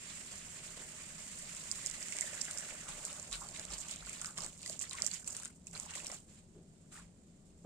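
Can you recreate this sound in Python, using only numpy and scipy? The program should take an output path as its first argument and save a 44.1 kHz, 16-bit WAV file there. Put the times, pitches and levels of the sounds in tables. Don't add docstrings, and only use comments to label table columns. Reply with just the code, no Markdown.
import sys
import numpy as np
from scipy import signal
from scipy.fft import rfft, irfft
from scipy.io import wavfile
from scipy.ndimage import uniform_filter1d

SR = 44100
rng = np.random.default_rng(int(sys.argv[2]) if len(sys.argv) > 2 else 0)


def put_to_file(sound):
    columns = np.atleast_2d(sound).T
    safe = np.clip(columns, -1, 1)
    whole_steps = np.round(safe * 32767)
    wavfile.write(sys.argv[1], SR, whole_steps.astype(np.int16))


N = 337669

# [t/s, spray level/dB, gurgle level/dB, pool level/dB, balance/dB]
STREAM = [(0, -52.5, -54.5, -65, -5), (.9, -51.5, -56, -65, -7.5), (1.6, -49, -54.5, -64.5, -7.5),
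          (1.9, -48.5, -53.5, -63.5, -8.5), (2.35, -47.5, -52.5, -62, -9.5), (2.6, -47.5, -52.5, -60, -4.5),
          (2.85, -53, -56, -62.5, -7), (3.1, -48.5, -54, -58.5, -7), (3.3, -54, -60.5, -61, -8.5),
          (4.05, -57, -57.5, -64, -12.5), (4.36, -57, -65.5, -68.5, -7), (4.6, -59.5, -66, -70.5, -8),
          (5.25, -61, -76, -69, -8), (5.5, -63, -86, -78, -4), (5.63, -69, -83, -73, -9),
          (6.2, -67, -83, -78, -6), (6.55, -72, -82, -79, -6.5), (7.66, -71, -85.5, -82.5, -7.5)]
# [start t/s, hold/s, spray level/dB, gurgle level/dB, pool level/dB, balance/dB]
GUSHES = [(0.306, 0.032, -72, -77, -63, 2), (0.772, 0.037, -69, -57, -60.5, -17),
          (1.756, 0.071, -49.5, -59.5, -71, -10), (2.154, 0.13, -58, -72, -59, -5),
          (2.685, 0.026, -51, -55.5, -60, -13), (2.887, 0.052, -50.5, -54, -72, -6),
          (3.324, 0.026, -48, -49, -66, 1), (3.406, 0.042, -50, -78, -61, -10),
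          (3.543, 0.097, -57, -56, -63.5, -6), (3.705, 0.035, -50, -52, -62, -11),
          (3.782, 0.034, -48, -60, -81, -10), (3.856, 0.08, -49.5, -58.5, -72, -8),
          (4.061, 0.12, -53, -56, -64, -7), (4.22, 0.067, -51, -60.5, -78, -8),
          (4.374, 0.078, -48.5, -52.5, -57, -10), (4.626, 0.13, -51.5, -57, -67, -10.5),
          (4.809, 0.043, -49, -52.5, -64, -11.5), (4.913, 0.096, -54.5, -53, -83, 1),
          (4.97, 0.092, -50.5, -52, -63.5, -10), (5.116, 0.054, -48, -55.5, -82, -12),
          (5.265, 0.065, -50.5, -64, -61, -9), (5.35, 0.11, -54.5, -58, -69, -3),
          (5.661, 0.011, -61, -73, -78, -6), (5.734, 0.12, -50.5, -58.5, -63, -7.5),
          (5.885, 0.081, -63, -53.5, -69, -11), (5.956, 0.048, -48, -54.5, -61, -11),
          (6.023, 0.055, -59, -58.5, -60.5, -15), (6.1, 0.034, -49, -55.5, -56.5, -7.5),
          (6.134, 0.02, -52, -65.5, -79, -9), (6.281, 0.11, -65.5, -69.5, -87, -5),
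          (6.922, 0.015, -53.5, -62, -72, -3), (6.953, 0.031, -58, -61.5, -80, -3),
          (6.988, 0.035, -66, -67, -85, -8)]
GUSH_RISE_DB_PER_S, GUSH_DRAIN_DB_PER_S = 1504, 258
# [t/s, slaps over even flow level/dB, share landing in the pool 0-1]
BREAKUP = [(0, -50, 0.21), (1.5, -24.5, 0.29), (2.8, -18, 0.13), (3.3, -19, 0.7), (4.3, -8.5, 0.64),
           (6.2, -9, 0.5), (6.5, -35, 0.25), (7.66, -15, 0.65)]
# [f/Hz, level/dB per Hz]
SPRAY = [(2500, -30), (3500, -17.5), (5000, -7), (16000, 2.5)]
# [f/Hz, level/dB per Hz]
FROTH = [(700, -25.5), (1100, -5), (1500, 1), (2050, 5), (2800, 4), (4000, -8), (6000, -7.5)]
# [f/Hz, level/dB per Hz]
SPLASH = [(700, -32.5), (1100, -3), (1600, -10), (2300, 2.5), (3000, 2.5), (4200, 4), (6000, 0.5)]
# [f/Hz, level/dB per Hz]
POOL = [(300, -1.5), (470, -2), (560, 0), (615, 5), (680, 0), (800, -2.5), (1000, -1.5), (1400, -19.5)]
# [t/s, level below 1.8 kHz/dB, level above 3.6 kHz/dB]
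SPLASH_TILT = [(0, 0.5, -0.5), (.8, 0, -1), (1.6, 2.5, 0), (2.2, 0, 0), (2.5, 1.5, 0), (2.9, -0.5, -1),
               (3.3, -3, -0.5), (3.43, -4, -2), (3.55, -5, 1), (3.75, 1.5, -0.5), (3.9, 0.5, 1),
               (4.0, -2, 0), (4.1, -3, 1), (4.25, -4, -0.5), (4.4, 1.5, 0), (4.5, 0.5, -0.5),
               (4.65, 4.5, 1.5), (4.8, 1, 0.5), (4.92, 3, 0), (5.0, 3.5, -3.5), (5.1, -2, 1.5),
               (5.3, -1, 0), (5.45, 0, -0.5), (5.75, -3, 2), (5.82, 4, 2), (5.9, -3, -1.5), (5.97, -1, 0.5),
               (6.04, -2, 0.5), (6.11, -7, -0.5), (6.2, 4, 1), (6.35, 2.5, 0), (6.95, -3, 0.5),
               (7.66, -6, 0)]
SPLASH_SPLITS_HZ = [1040, 1830, 3900]
# [t/s, centre f/Hz, level re gurgle/dB]
HOLLOW = [(0, 2064, -15.5), (1.7, 2056, -6), (2.2, 2046, -6.5), (2.3, 1805, -4.5), (2.8, 1754, -6),
          (2.9, 1152, -7.5), (3.3, 1294, -9), (3.36, 1452, -23), (3.42, 1018, 4), (3.5, 1292, -10),
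          (3.56, 2274, -17), (3.7, 1001, -11), (3.95, 1100, -11), (4.03, 1430, -36), (4.3, 1413, 2.5),
          (4.38, 1123, -9), (4.5, 1228, -8), (4.62, 1950, -26), (4.85, 1904, -15), (4.97, 2097, -8),
          (5.15, 2098, -20), (5.3, 1540, -1.5), (5.47, 1400, -14), (5.74, 1297, -8), (5.87, 980, -13),
          (5.95, 2000, -13), (6.05, 2005, -18), (6.1, 1252, -8), (6.3, 1513, -13), (6.95, 1340, -2),
          (7.05, 1105, -4)]
HOLLOW_WIDTH_HZ, HOLLOW_BUBBLES_PER_S = 330, 900

# [f/Hz, level/dB per Hz]
RUMBLE = [(13, -28), (22, -5), (43, -16), (81, -8.5), (123, -13.5), (175, -8), (207, -9.5), (315, -19),
          (411, -18.5), (470, -26.5), (511, -23), (777, -30.5), (1200, -64), (1560, -102), (2640, -120)]
# [f/Hz, level/dB per Hz]
HISS = [(400, -29), (1000, 10.5), (3000, 5), (16000, -15)]
RUMBLE_DB, HISS_DB = -61, -80.5
HUM_HZ, HUM_T60_S, HUM_DB = 168.7, 0.13, -65.5
# [f/Hz, likeness]
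LIKENESS = [(60, 0.86), (180, 0.98), (550, 0.46), (1650, 0.051), (4970, 0.012), (15000, 0.055)]

# [t/s, level/dB]
KNOCKS = [(0.332, -63), (0.803, -53), (6.548, -55), (6.577, -57.5), (7.645, -47)]
# [f/Hz, level/dB, t60/s]
KNOCK_MODES = [(310, -1, .07), (393, 11.5, 0.045), (477, 1, 0.06), (585, 3, 0.046), (720, -13, 0.049)]
# [t/s, level/dB, balance/dB, slap level re drop/dB, smack level re drop/dB, smack f/Hz]
SNAPS = [(1.5484, -33, 2, -24, -26, 4870), (1.7136, -24, -9.5, -33, -12.5, 5040),
         (1.7214, -33, -9, -23, -27, 4520), (1.756, -37, -10, -8, -18, 5600),
         (1.8612, -24, -9.5, -34, -23, 4900), (1.869, -34, -6, -39, -10, 5100),
         (1.8986, -36.5, -21, -27, -24, 4880), (1.9115, -36, -16, -23, -13, 4830),
         (2.0266, -31, -1, -15, -13, 5100), (2.0837, -32.5, -1, -12, -21, 5550),
         (2.1227, -31, -10, -19, -21, 5530), (2.1665, -29, 4, -23, -26, 4900),
         (2.186, -27.5, -2, -8, -21, 4760), (2.209, -21, -5.5, -33, -23, 5700),
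         (2.218, -33, -6.5, -13, -27, 5070), (2.332, -42, -12, -22, -30, 5400),
         (2.4085, -40, 2, -26, -3, 5400), (2.4126, -31, -21, -32, -8.5, 5700),
         (2.416, -32, -22, -27, -10, 5630), (2.4464, -38, -7.0, -19, -9, 5700),
         (2.4516, -33, -10, -13, -20, 5550), (2.5099, -28.5, 1, -12, -21, 5620),
         (2.5322, -33, 2, -16, -25, 5320), (2.557, -45, 2, -19, -14, 4830),
         (2.574, -32.5, -4, -25, -8.5, 5540), (2.584, -31, -11, -28, -14, 5600),
         (2.5974, -37, -6.5, -18, -13, 5700), (2.6064, -38, -9, -13, -16, 5520),
         (2.888, -33, 4, -20, -27, 5430), (3.0505, -25, 1, -30, -30, 3700),
         (3.1281, -34, 11, -21, -24, 3750), (3.1968, -37, -13, -23, -24, 4100),
         (3.2271, -35.5, -2, -23, -23, 5730), (3.2775, -41, 3, -25, -18, 5400),
         (3.3127, -36, -1, -25, -18, 5030), (3.321, -35, -3, -25, -15, 5500),
         (3.3273, -32, -8, -24, -6, 3780), (3.354, -34, 1, -17, -24, 5705),
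         (3.4684, -40, 1, -11, -29, 4020), (3.4873, -36.5, -4, -24, -14, 4390),
         (3.5095, -42, -5, -20, -20, 5000), (3.546, -46, -10, -12, -9, 3800),
         (3.5728, -38, -7, -25, -26, 5000), (3.5952, -32.5, -1, -13, -11, 3940),
         (3.651, -39.5, -11, -20, -19, 3603), (3.7026, -44, -4, -14, -6, 5600),
         (3.711, -39, -8.5, -24, -11, 4950), (3.72, -37, -9, -22, -20, 5000),
         (3.735, -34, -5, -27, -24, 4400), (3.7391, -32.5, -7, -25, -20, 5500),
         (3.7815, -35, 5, -28, -19, 5030), (3.7855, -34.5, 0, -25, -20, 5000),
         (3.814, -38, -6, -22, -20, 5200), (3.884, -39, -4, -20, -20, 4810),
         (3.911, -32, -5, -28, -8.5, 4120), (3.9597, -33.5, 3, -14, -29, 5340),
         (4.066, -43, -5, -15, -11, 4000), (4.082, -41, 0, -22, -22, 5250),
         (4.0942, -32, -3, -24, -26, 5035), (4.13, -35, 11, -16, -26, 4970),
         (4.2144, -29.5, 0, -20, -25, 5010), (4.217, -32, 3, -22, -22, 4800),
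         (4.2451, -31, 4, -4.5, -22, 5270), (4.2573, -33, -3, -18, -10, 5330),
         (4.2635, -38, -3, -20, -16, 5330), (4.3775, -27, 2, -25, -15, 5700),
         (4.3836, -37, -9, 3, -8, 4550), (4.405, -37, -6.5, -20, -7, 5200), (4.419, -37, -5, -23, -9, 4160),
         (4.4344, -38, -6.0, -26, -6, 5700), (4.4447, -31.5, -2.5, -18, -16, 4570),
         (4.4626, -32, 15, -24, -28, 5000), (4.5765, -42, -1, -24, -23, 5420),
         (4.616, -41, 7, -16, -15, 4620), (4.629, -37, 4, -16, -11, 4320), (4.6604, -30, 3, -23, -11, 4550),
         (4.676, -31, -3, -28, -16, 4730), (4.6962, -28, -1, -29, -14, 4340),
         (4.728, -35, -5, -20, -20, 5000), (4.792, -31.5, -11, -40, -35, 4470),
         (4.7996, -34, -8, -22, -21, 5690), (4.813, -28.5, -6, -25, -15, 5740),
         (4.821, -33, -8, -22, -22, 5500), (4.8385, -40, -2, -7, -22, 5000),
         (4.895, -36, -9.0, -31, -20, 4970), (4.9098, -40, -9, -22, -0.5, 3910),
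         (4.9313, -32, -4, -21, -21, 5660), (4.9515, -37, -5, -15, -20, 5000),
         (4.9772, -47, -6, -18, -20, 5200), (5.002, -36, -6, -22, -18, 5210),
         (5.02, -21, -7, -34, -10.5, 5120), (5.0452, -34, 0, -19, -10, 4830),
         (5.064, -20, -11, -40, -15, 5590), (5.0744, -32, -6.0, -20, -18, 5150),
         (5.1135, -35, -13, -23, -12, 4370), (5.1357, -34.5, -13, -21, -18, 5350),
         (5.141, -35.5, -13, -21, -11, 4970), (5.2433, -41.5, -3, -9, -13, 5660),
         (5.2625, -45, -1, -25, -24, 5580), (5.2755, -27.5, 9, -28, -30, 5490),
         (5.306, -35, -11, -25, -22, 5600), (5.3486, -34, 0, -21, -25, 5370),
         (5.366, -27, 6, -22, -31, 5700), (5.3988, -36, -6.0, -17, -22, 5550),
         (5.4326, -34, 12, -25, -32, 3300), (5.449, -31, 12, -28, -35, 5590),
         (5.4554, -31, 6, -14, -26, 5660), (5.669, -33.5, -5, -31, -18, 5570),
         (5.711, -42, -1, -34, -16, 5650), (5.7301, -45, -6.5, -18, -18, 5590),
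         (5.7496, -48, -11, -15, 1, 4220), (5.7565, -45.5, -9, -18, -1, 4200),
         (5.7758, -35, 0, -23, -13, 4670), (5.7985, -28, -5, -30, -26, 4650),
         (5.8994, -43, 1, -18, -24, 4090), (5.9062, -37, -3, -25, -22, 5330),
         (5.936, -43, -6.5, -10, -22, 3700), (5.9528, -32, 12, -21, -17, 5570),
         (6.001, -49, -3, -10, -12, 4100), (6.0454, -33, 0, -23, -21, 4950),
         (6.067, -28.5, 5, -26, -9.5, 5680), (6.0798, -44, -3, -22, -4, 5500),
         (6.1155, -33.5, -3, -18, -12.5, 5600)]
SMACK_T60_S = .006
SNAP_WET_DB, SNAP_BLUR = -39, .65
SPATTER_DB, SPATTER_DRAIN_DB_PER_S = -16, 386
# [t/s, level/dB, starting f/Hz, t60/ms]
BUBBLES = [(1.844, -38, 1970, 13), (1.981, -44.5, 590, 23), (2.026, -36, 1960, 8.7),
           (2.124, -27.5, 2180, 7.1), (2.124, -29, 2650, 5.4), (2.161, -28, 2100, 6), (2.187, -27, 2130, 6),
           (2.216, -34, 1980, 15), (2.223, -29, 2010, 13), (2.274, -37, 1840, 13), (2.329, -41, 600, 18),
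           (2.4, -39, 1730, 9), (2.464, -34, 2760, 6.8), (2.481, -33, 1883, 7.3), (2.503, -33, 1390, 6.5),
           (2.565, -42, 600, 13), (2.607, -38, 1710, 10), (2.632, -36, 1720, 6.9), (2.684, -37, 1920, 9.9),
           (2.706, -32, 2330, 6.2), (2.89, -39, 1110, 13), (3.071, -43, 1190, 12), (3.356, -41.5, 1460, 15),
           (3.378, -49, 1120, 16), (3.415, -41, 980, 21), (3.428, -39, 1310, 14), (3.44, -44, 1150, 14),
           (3.561, -35, 2270, 9.5), (3.703, -46, 1100, 4), (4.025, -41, 1380, 11), (4.07, -40, 1420, 14),
           (4.089, -35, 2360, 8), (4.13, -37, 2340, 8), (4.217, -37, 1330, 13), (4.246, -32, 1380, 19),
           (4.375, -32, 2000, 6), (4.387, -34.5, 1120, 14), (4.427, -47, 598, 20), (4.659, -40, 1950, 18),
           (4.698, -41.5, 593, 22), (4.839, -39, 1920, 11), (4.912, -49, 1050, 14),
           (4.985, -27.5, 2080, 9.1), (5.015, -33, 2118, 11), (5.037, -42, 590, 32), (5.082, -39, 1700, 8),
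           (5.14, -34.5, 2070, 8.6), (5.228, -45, 1500, 8.8), (5.276, -33, 2590, 7), (5.349, -39, 1570, 8),
           (5.401, -43, 1000, 12), (5.434, -39, 1610, 7.2), (5.456, -40, 1400, 13), (5.672, -45, 2640, 7),
           (5.753, -38, 1400, 9), (5.759, -38.5, 1050, 9), (5.764, -36, 2300, 9.3),
           (5.864, -38.5, 930, 14.5), (5.898, -35, 2930, 6), (5.918, -42, 990, 12), (5.936, -32, 2760, 6.2),
           (5.953, -34, 2040, 8.7), (5.959, -38.5, 653, 16), (5.973, -37.5, 1040, 11),
           (6.001, -32, 2500, 6.8), (6.099, -38.5, 630, 19), (6.099, -39, 1000, 12),
           (6.101, -34, 1970, 6.3), (6.124, -42, 754, 12), (6.941, -55, 1150, 11.5), (6.956, -42, 1330, 12),
           (6.975, -41, 1800, 10), (6.999, -53, 1040, 12), (7.02, -55, 1120, 12)]
BUBBLE_SPREAD_DB = 2.5
FOLLOWER_LOSS_DB, FOLLOWER_WITHIN_S, FOLLOWER_DETUNE = 15, .05, 0.07
# [t/s, level before the swell/dB, f/Hz]
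BUMPS = [(2.899, -48, 29), (3.324, -42, 43), (3.698, -43, 48.2), (4.03, -46.5, 45.7), (4.42, -49, 26),
         (6.994, -48.5, 50.6)]

# [f/Hz, level/dB]
LEFT_PORT = [(2500, -0.5), (4500, 3), (6000, 5), (7200, 6), (8500, 15), (9200, 11), (10000, -15.5),
             (11000, -9), (15000, -17), (16000, -26.5)]
# [f/Hz, level/dB]
RIGHT_PORT = [(2500, -0.5), (4500, 8.5), (6000, 10), (6800, 16), (7400, 21), (8300, 11), (9200, -3),
              (10000, -1), (11000, -10), (15000, -17.5), (16000, -42)]
CUTOFF_HZ = 15700
HZ = np.maximum(np.fft.rfftfreq(N, 1 / SR), 10)


def from_db(db):
    return 10 ** (np.asarray(db) / 20)


def rms_one(x):
    return x / np.sqrt(np.mean(x ** 2) + 1e-20)


def in_time(rows):
    s, *columns = np.transpose(rows)
    return np.array([np.interp(np.arange(N) / SR, s, c) for c in columns])


def at_hz(points):
    hz, values = np.transpose(points)
    return np.interp(np.log(HZ), np.log(hz), values)


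def port(x, response):
    cepstrum = irfft(np.log(from_db(at_hz(response))), N)
    cepstrum[1:N // 2] *= 2
    cepstrum[N // 2 + 1:] = 0
    return irfft(rfft(x) * np.exp(rfft(cepstrum)), N)


def colour(x, spectrum):
    return rms_one(port(x, spectrum))


def stereo_noise():
    alike = at_hz(LIKENESS)
    mid, side = rfft(rng.standard_normal((2, N)))
    return irfft(np.sqrt(1 + alike) * mid + np.sqrt(1 - alike) * side * [[1], [-1]], N)


def drift(rate_hz):
    r = np.exp(-2 * np.pi * rate_hz / SR)
    settled = signal.lfilter([1], [1, -2 * r, r * r], rng.standard_normal(N + SR))[SR:]
    return rms_one(settled)


def ring(clicks, hz, t60):
    r, w = from_db(-60 / (t60 * SR)), 2 * np.pi * hz / SR
    return signal.lfilter([0, np.sin(w)], [1, -2 * r * np.cos(w), r * r], clicks + 1e-18)


def sides(pan_db):
    return from_db(np.array([pan_db / 2, -pan_db / 2]))


def add(out, s, sound):
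    i = round(s * SR)
    out[:, i:i + sound.shape[1]] += sound[:, :N - i]


def echoes(wet_db, t60, lag):
    t = np.arange(1500) / SR
    paths = from_db(wet_db - 60 * t / t60) * rng.standard_normal((2, 1500)) * (t > .0003)
    paths[0, max(lag, 0)] += 1
    paths[1, max(-lag, 0)] += 1
    return paths


def scatter(x, wet_db, t60, count=12):
    place = np.repeat(rng.integers(0, count, N // 882 + 1), 882)[:N]
    lags = rng.integers(-2, 12, count)
    out = 0
    for k in range(count):
        out = out + signal.oaconvolve([x * (place == k)], echoes(wet_db, t60, lags[k]), axes=1)[:, :N]
    return out


def grains(per_s, spread_db):
    sizes = from_db(spread_db * np.minimum(rng.exponential(1, N), 4)) * rng.choice([-1, 1], N)
    chance = per_s * from_db(5.0 * drift(25)) / SR
    return sizes * (rng.random(N) < chance)


def pouring():
    t, (*levels_db, pan_db) = np.arange(N) / SR, in_time(STREAM)
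    power = from_db(levels_db) ** 2
    leaning = power[0] * pan_db
    for s, hold, *gush_db, gush_pan_db in GUSHES:
        near = slice(round((s - .1) * SR), round((s + hold + .5) * SR))
        before, after = np.maximum(s - t[near], 0), np.maximum(t[near] - s - hold, 0)
        off_db = GUSH_RISE_DB_PER_S * before + GUSH_DRAIN_DB_PER_S * after
        gush = from_db(np.array(gush_db)[:, None] - off_db) ** 2
        power[:, near] += gush
        leaning[near] += gush[0] * gush_pan_db
    pan_db = leaning / power[0]
    power[0] += spatter()
    return *(10 * np.log10(power)), pan_db


def spray(level_db, pan_db, breakup_db):
    crackle = rms_one(scatter(grains(600, 2.7), wet_db=-18.0, t60=0.034))
    hiss = rng.standard_normal((2, N)) * from_db(2.3 * drift(46.0))
    share = 1 / (1 + from_db(-breakup_db - 11.5))
    mix = np.sqrt(1 - share) * colour(hiss, SPRAY) + np.sqrt(share) * colour(crackle, SPRAY)
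    return from_db(level_db - 2.5) * sides(pan_db + 7.0) * mix


def gurgle(level_db, spectrum, low_hz, high_hz, per_s, cycles, rings_db, pan_db, wet_db):
    clicks, dealt = grains(per_s, 3.3), rng.integers(0, 16, N)
    pitches = np.geomspace(low_hz, high_hz, 16)
    rings = sum(ring(clicks * (dealt == k), hz, cycles / hz) for k, hz in enumerate(pitches))
    rings = rms_one(scatter(rings, wet_db=wet_db, t60=0.096))
    wash = rms_one(stereo_noise()) * from_db(2.17 * drift(33.0))
    mix = colour(wash, spectrum) + from_db(rings_db) * colour(rings, spectrum)
    return from_db(level_db) * sides(pan_db)[:, None] * rms_one(mix)


def slaps(breakup_db, most=5.4):
    sizes = from_db(3.4 * np.minimum(rng.exponential(1, N), most)) * (rng.random(N) < 90 / SR)
    r = from_db(-60 / (0.028 * SR))
    lift = 1 + from_db(breakup_db) * rms_one(signal.lfilter([1], [1, -r], sizes))
    return lift / np.sqrt(uniform_filter1d(lift ** 2, size=4000))


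def coloured_slaps(x, breakup_db):
    out, (low_db, high_db) = 0, in_time(SPLASH_TILT)
    for hz, tilt_db in zip(SPLASH_SPLITS_HZ, [low_db, low_db, 0]):
        low = signal.sosfilt(signal.butter(3, hz, fs=SR, output="sos"), x)
        out = out + from_db(tilt_db) * slaps(breakup_db, most=5.0) * low
        x = x - low
    return out + from_db(high_db) * slaps(breakup_db, most=3.8) * x


def hollow(gurgle_db):
    hz, level_db = in_time(HOLLOW)
    clicks = grains(HOLLOW_BUBBLES_PER_S, 2.4) * np.exp(2j * np.pi * rng.random(N))
    r = np.exp(-2 * np.pi * HOLLOW_WIDTH_HZ / SR)
    swell = signal.lfilter([1], [1, -2 * r, r * r], clicks + 1e-18)
    phase = 2 * np.pi * np.cumsum(hz * (1 + 0.1 * drift(60.1))) / SR
    rings = np.real(swell * np.exp(1j * phase))
    rings = signal.oaconvolve([rings], echoes(wet_db=-26.0, t60=0.035, lag=4), axes=1)[:, :N]
    return from_db(gurgle_db + level_db) * rms_one(rings)


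def kitchen():
    rumble = colour(stereo_noise(), RUMBLE) * sides(2.2)[:, None]
    hum = rms_one(ring(rng.standard_normal(N), HUM_HZ, HUM_T60_S))
    hum = from_db(HUM_DB + 1.2 * drift(3.7)) * hum
    hiss = colour(rng.standard_normal((2, N)), HISS)
    return from_db(RUMBLE_DB) * rumble + hum + from_db(HISS_DB) * hiss


def knocks():
    push, t = np.zeros((2, N)), np.arange(5000) / SR
    for s, level_db in KNOCKS:
        scuff = rng.standard_normal((1, 5000)) + 5.8 * (t == 0)
        add(push, s, from_db(level_db - 34.0 - 60 * t / 0.21) * scuff)
    return sum(from_db(db) * ring(push, hz, t60) for hz, db, t60 in KNOCK_MODES)


def band(x, order, low_hz, high_hz):
    return signal.sosfilt(signal.butter(order, [low_hz, high_hz], "band", fs=SR, output="sos"), x)


def snaps():
    tick, smack, slap = np.zeros((3, 2, N))
    for s, level_db, pan_db, slap_db, smack_db, smack_hz in SNAPS:
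        click = echoes(wet_db=SNAP_WET_DB - SNAP_BLUR * level_db, t60=0.01, lag=6)
        click = from_db(level_db) * click / np.sqrt(np.sum(click ** 2) / 2)
        pitched = ring(click, smack_hz, SMACK_T60_S)
        add(tick, s + 0.000725, from_db(8.0) * sides(pan_db - 0.5)[:, None] * click)
        add(smack, s + 0.000695, from_db(smack_db + 6.0) * sides(0.66 * pan_db)[:, None] * pitched)
        add(slap, s + 0.00077, from_db(slap_db + 20.0) * click)
    return band(tick, 3, 5500, 11000) + band(smack, 2, 2900, 7000) + band(slap, 2, 1300, 3800)


def spatter():
    power, t = np.zeros((1, N)), np.arange(6000) / SR
    for s, level_db, *_ in SNAPS:
        add(power, s + 0.00062, from_db([level_db + SPATTER_DB - SPATTER_DRAIN_DB_PER_S * t]) ** 2)
    return power[0]


def bubbles():
    out, t = np.zeros((2, N)), np.arange(2000) / SR
    for s, level_db, hz, t60_ms in BUBBLES:
        place = sides(rng.normal(0, BUBBLE_SPREAD_DB))[:, None]
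        group = [(s, level_db, hz)]
        for late, detune in zip(rng.random(3), rng.normal(0, 1, 3)):
            pitch_hz = hz * (1 + FOLLOWER_DETUNE * detune)
            group.append((s + FOLLOWER_WITHIN_S * late, level_db - FOLLOWER_LOSS_DB, pitch_hz))
        for start, db, pitch_hz in group:
            phase = 2 * np.pi * pitch_hz * (t + 2.5 * t * t)
            envelope = from_db(db - 60 * t / (t60_ms / 1000)) * (1 - np.exp(-t / 0.00072))
            paths = echoes(wet_db=-22.0, t60=0.037, lag=4)
            add(out, start, place * signal.fftconvolve([envelope * np.sin(phase)], paths, axes=1))
    return out


def bumps():
    out, t = np.zeros((2, N)), np.arange(15000) / SR
    swell = t / 0.12 * np.exp(1 - t / 0.042)
    for s, level_db, hz in BUMPS:
        add(out, s - .03, from_db(level_db) * sides(4.4)[:, None] * swell * np.sin(2 * np.pi * hz * t))
    return out


def scene():
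    spray_db, gurgle_db, pool_db, pan_db = pouring()
    breakup_db, in_pool = in_time(BREAKUP)
    froth = gurgle(gurgle_db - 0.1, FROTH, 1048, 4960, per_s=700, cycles=15.0,
                   rings_db=-9.0, pan_db=-4.0, wet_db=-28.0)
    splash = gurgle(gurgle_db - 2.0, SPLASH, 910, 4870, per_s=800, cycles=12.4,
                    rings_db=15.5, pan_db=3.5, wet_db=-22.5)
    pool = gurgle(pool_db, POOL, 506, 1320, per_s=320, cycles=6.6,
                  rings_db=-2.0, pan_db=1.5, wet_db=-49.0)
    landing = np.sqrt(1 - in_pool) * froth + np.sqrt(in_pool) * splash
    flow = slaps(breakup_db) * spray(spray_db, pan_db, breakup_db)
    flow += slaps(breakup_db - 0.5, most=1.5) * pool
    flow += coloured_slaps(landing, breakup_db + 0.5)
    return flow + hollow(gurgle_db) + kitchen() + knocks() + snaps() + bubbles() + bumps()


def record(dry):
    ports = [port(dry[0], LEFT_PORT), port(dry[1], RIGHT_PORT)]
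    return signal.sosfilt(signal.ellip(9, .5, 60, CUTOFF_HZ, fs=SR, output="sos"), ports)


dry = scene()
out = record(dry)
put_to_file(out)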